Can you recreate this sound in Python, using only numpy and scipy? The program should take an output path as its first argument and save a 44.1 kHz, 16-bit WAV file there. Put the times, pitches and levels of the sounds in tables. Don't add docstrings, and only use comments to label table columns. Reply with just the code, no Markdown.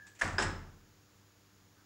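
import sys
import numpy as np
from scipy import signal
from scipy.fft import rfft, irfft
from scipy.io import wavfile

SR = 44100
rng = np.random.default_rng(int(sys.argv[2]) if len(sys.argv) > 2 else 0)


def int16_out(signal):
    q = np.round(np.clip(np.atleast_2d(signal).T, -1, 1) * 32767)
    wavfile.write(sys.argv[1], SR, q.astype(np.int16))


N = 81585
T = np.arange(N) / SR
HZ = np.maximum(np.fft.rfftfreq(N, 1 / SR), 1)

# start in seconds, leaf 0 or 1, knock, clatter and ring gains in dB.
LEAF_BLOWS = [(0.2118, 0, -25, -33.5, -38.5), (0.2190, 0, -18, -37.5, -48), (0.3825, 1, -21.5, -31, -34.5),
              (0.3872, 1, -28.5, -37, -52), (0.3973, 1, -27.5, -44, -55)]
# leaf, frequency in Hz, relative level in dB, T60 in seconds.
KNOCK_MODES = [(0, 1710, 7, 0.013), (0, 1980, -4, 0.0087), (0, 1380, -15, .012), (0, 6450, -10, 0.0081),
               (1, 1577, 1.5, 0.034), (1, 5050, -1.5, 0.02), (1, 1220, -15, 0.043), (1, 388, -12.5, 0.033),
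               (1, 2630, -7, .015)]
RING_MODES = [(0, 764, -4.5, 0.49), (0, 1062, -3, .3), (0, 1447, -0.5, 0.27), (0, 1568, 5.5, 0.14),
              (0, 1629, -5, 0.33), (0, 1730, -14, 0.22), (0, 1794, -3, 0.56), (0, 2094, -6, 0.12),
              (1, 358, -4.5, 0.57), (1, 382, -9.5, 0.5), (1, 440, -16.5, 0.66), (1, 874, -7, 0.55),
              (1, 1030, -7.5, 0.48), (1, 1250, -8, 0.29), (1, 1478, -8.5, 0.41), (1, 1551, -6.5, 0.33),
              (1, 1663, 1.5, 0.4), (1, 1781, -13, 0.58), (1, 2681, -14, 0.47), (1, 5090, -17, .35),
              (1, 5184, -10, 0.48), (1, 5351, -14.5, 0.4)]
# frequency in Hz, relative density in dB.
FIRST_LEAF_SPECTRUM = [(25, -5), (60, -7), (110, -11.5), (170, -6), (335, -5.5), (480, -13), (560, -7),
                       (700, -7.5), (950, -12), (1150, -8), (1750, -7), (2100, -11), (3000, -20.5),
                       (4000, -24), (5200, -22), (7800, -24), (10000, -35.5), (14000, -49)]
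SECOND_LEAF_SPECTRUM = [(25, -15), (60, -11), (110, -7.5), (170, -4.5), (260, -7), (350, -5), (600, -9),
                        (880, -9), (980, -9.5), (1300, -6), (1700, -6), (2300, -14), (3300, -17.5),
                        (4700, -22), (5250, -12), (5750, -22.5), (7600, -20), (9800, -35.5), (14000, -72)]


def leaves(contact_s=0.00085):
    attack = rise(contact_s)
    out = 0
    for start_s, leaf, knock_db, clatter_db, ring_db in LEAF_BLOWS:
        knock = from_db(knock_db) * ring(mode[1:] for mode in KNOCK_MODES if mode[0] == leaf)
        metal = from_db(ring_db) * ring(mode[1:] for mode in RING_MODES if mode[0] == leaf)
        body = from_db(clatter_db) * clatter((FIRST_LEAF_SPECTRUM, SECOND_LEAF_SPECTRUM)[leaf])
        out = out + delayed(attack * (knock + metal) + body, start_s)
    return out


# frequency in Hz, T60 in seconds, build-up in seconds.
CORRIDOR_BANDS = [(40, 1, 0.016), (123, 0.92, 0.05), (344, 0.52, 0.0088), (900, 0.6, 0.0017),
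                  (1690, 0.51, 0.00067), (3500, 0.54, 0.00067), (5950, 0.38, 0.00082), (8800, 0.42, 0.0039),
                  (14000, 0.2, .003)]
# delay in seconds, gain in dB.
CORRIDOR_ECHOES = [(0.043, -12), (0.072, -11.5)]


def clatter(spectrum, echo_cutoff_hz=1600):
    source = rfft(coloured(spectrum))
    out = 0
    for hz in np.geomspace(16, 16384, 11):
        octave = irfft(source * np.maximum(1 - abs(np.log2(HZ / hz)), 0), N)
        t60_s, build_s = at_hz(CORRIDOR_BANDS, hz), at_hz(CORRIDOR_BANDS, hz, column=2)
        out = out + octave * decay(t60_s) * rise(build_s)
    dull = signal.sosfilt(signal.butter(2, echo_cutoff_hz, fs=SR, output="sos"), out)
    return out + sum(from_db(db) * delayed(dull, delay_s) for delay_s, db in CORRIDOR_ECHOES)


# start in seconds, gain in dB.
PANEL_FLEXES = [(0.232, -38.5), (0.314, -39), (0.442, -35), (0.559, -49.5)]
# frequency in Hz, relative level in dB, T60 in seconds.
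PANEL_MODES = [(33.4, -4.5, 0.73), (85.5, -1.5, 0.63), (98, -3.5, 0.37), (118.8, -5, .35),
               (154.6, -8, 0.45), (204.8, -13, 0.68), (293.2, -9, 0.45)]


def panels(rise_s=0.015):
    boom = ring(PANEL_MODES) * rise(rise_s)
    return sum(from_db(db) * delayed(boom, start_s) for start_s, db in PANEL_FLEXES)


# start in seconds, snap level in dB, tail level in dB.
LATCH_TICKS = [(0.0667, -59.5, -57.5), (0.1496, -72, -62), (0.189, -72, -60), (0.2134, -34, -56),
               (0.2165, -32, -57), (0.2415, -42.5, -75), (0.276, -43, -55), (0.327, -56, -58),
               (0.3883, -42, -57), (0.421, -34, -45), (0.4250, -29, -46), (0.4335, -37, -52)]
# frequency in Hz, relative density in dB.
LATCH_SPECTRUM = [(1000, -6.5), (2500, -1.5), (4200, -7.5), (6000, -6.5), (7000, -2.5), (7800, 0),
                  (8600, -11), (10300, -18), (11500, -37), (15000, -48)]


def latch(attack_s=0.00098, snap_t60_s=0.022, tail_t60_s=0.24):
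    power = 0
    for start_s, snap_db, tail_db in LATCH_TICKS:
        envelope = from_db(snap_db) * decay(snap_t60_s) + from_db(tail_db) * decay(tail_t60_s)
        power = power + delayed(rise(attack_s) * envelope, start_s) ** 2
    bursts = np.sqrt(power) * rng.standard_normal(N)
    return shaped(bursts, rms_one(from_db(at_hz(LATCH_SPECTRUM, HZ))))


# frequency in Hz, relative level in dB.
SQUEAK_PARTIALS = [(1618, -4.5), (1700, -1), (1732, -7.5)]


def hinge(gain_db=-54.5, fade_db_per_s=97, release_at_s=0.14, release_s=0.029):
    fade = from_db(gain_db - fade_db_per_s * T)
    release = np.exp(-np.maximum(T - release_at_s, 0) / release_s)
    squeak = sum(from_db(db) * tone(hz, wander_hz=18.8, rate_hz=77) for hz, db in SQUEAK_PARTIALS)
    return fade * release * squeak


# start and length in seconds, centre and width in Hz, level in dB.
RUB_STROKES = [(0.152, 0.048, 2350, 900, -69), (0.189, 0.024, 1810, 1200, -53.5),
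               (0.190, 0.019, 6100, 3500, -53), (0.194, 0.044, 10000, 500, -59.5),
               (1.755, 0.09, 1430, 453, -70)]


def rubs():
    out = 0
    for start_s, length_s, centre_hz, width_hz, db in RUB_STROKES:
        progress = np.clip((T - start_s) / length_s, 0, 1)
        stroke = np.abs(np.sin(np.pi * progress)) ** 0.75
        friction = noise(1 / (1 + (2 * (HZ - centre_hz) / width_hz) ** 2))
        out = out + from_db(db) * stroke * friction
    return out


# frequency in Hz, relative density in dB.
AIR_SPECTRUM = [(15, -36), (25, -11), (45, -14), (65, -11), (90, -7.5), (126, -6.5), (160, -9.5),
                (204, -11), (260, -14), (330, -15), (480, -18), (750, -19.5), (1200, -18), (1700, -20),
                (2300, -23.5), (4000, -24.5), (5200, -22.5), (6100, -24.5), (6950, -19.5), (7900, -35),
                (9500, -34.5), (13000, -31.5), (15500, -32.5)]
# frequency in Hz, level in dB.
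HUM_PARTIALS = [(199.5, -79), (301, -76.5), (384, -82.5), (480, -83)]


def ventilation(air_db=-66, mains_db=-70, whine_db=-87):
    overtones = sum(from_db(db) * tone(hz, wander_hz=1.55, rate_hz=4.85) for hz, db in HUM_PARTIALS)
    mains = from_db(mains_db) * tone(99.7, wander_hz=0.16, rate_hz=2)
    air = from_db(air_db) * coloured(AIR_SPECTRUM)
    whine = from_db(whine_db) * tone(15686, wander_hz=1.4, rate_hz=7.2)
    return air + overtones + mains + whine


def ring(modes):
    return sum((-1) ** k * from_db(db) * decay(t60_s) * np.sin(2 * np.pi * hz * T)
               for k, (hz, db, t60_s) in enumerate(modes))


def tone(hz, wander_hz, rate_hz):
    pitch_hz = hz + wander_hz * noise(1 / (1 + (HZ / rate_hz) ** 2))
    return np.sqrt(2) * np.sin(2 * np.pi * (np.cumsum(pitch_hz) / SR + rng.random()))


def noise(gain):
    return rms_one(irfft(rfft(rng.standard_normal(N)) * gain, N))


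def coloured(spectrum, low_cut_hz=20):
    return noise(from_db(at_hz(spectrum, HZ)) / np.sqrt(1 + (low_cut_hz / HZ) ** 6))


def shaped(x, gain):
    cepstrum = irfft(np.log(gain + 1e-9), N)
    causal = cepstrum * (1 + np.sign(np.fft.fftfreq(N)))
    return irfft(rfft(x) * np.exp(rfft(causal)), N)


def at_hz(table, hz, column=1):
    rows = np.array(table)
    return np.interp(np.log(hz), np.log(rows[:, 0]), rows[:, column])


def rise(tau_s):
    return 1 - np.exp(-T / tau_s)


def decay(t60_s):
    return np.exp(-np.log(1000) * T / t60_s)


def delayed(x, start_s):
    return np.concatenate([np.zeros(int(start_s * SR)), x])[:N]


def from_db(db):
    return 10 ** (np.asarray(db) / 20)


def rms_one(x):
    return x / np.sqrt(np.mean(x ** 2) + 1e-20)


def scene():
    return (leaves() + panels() + latch() + hinge() + rubs() + ventilation())[None]


def record(dry):
    cutoff_hz = 15800
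    return signal.sosfilt(signal.ellip(12, 0.1, 70, cutoff_hz, fs=SR, output="sos"), dry)


dry = scene()
out = record(dry)
int16_out(out)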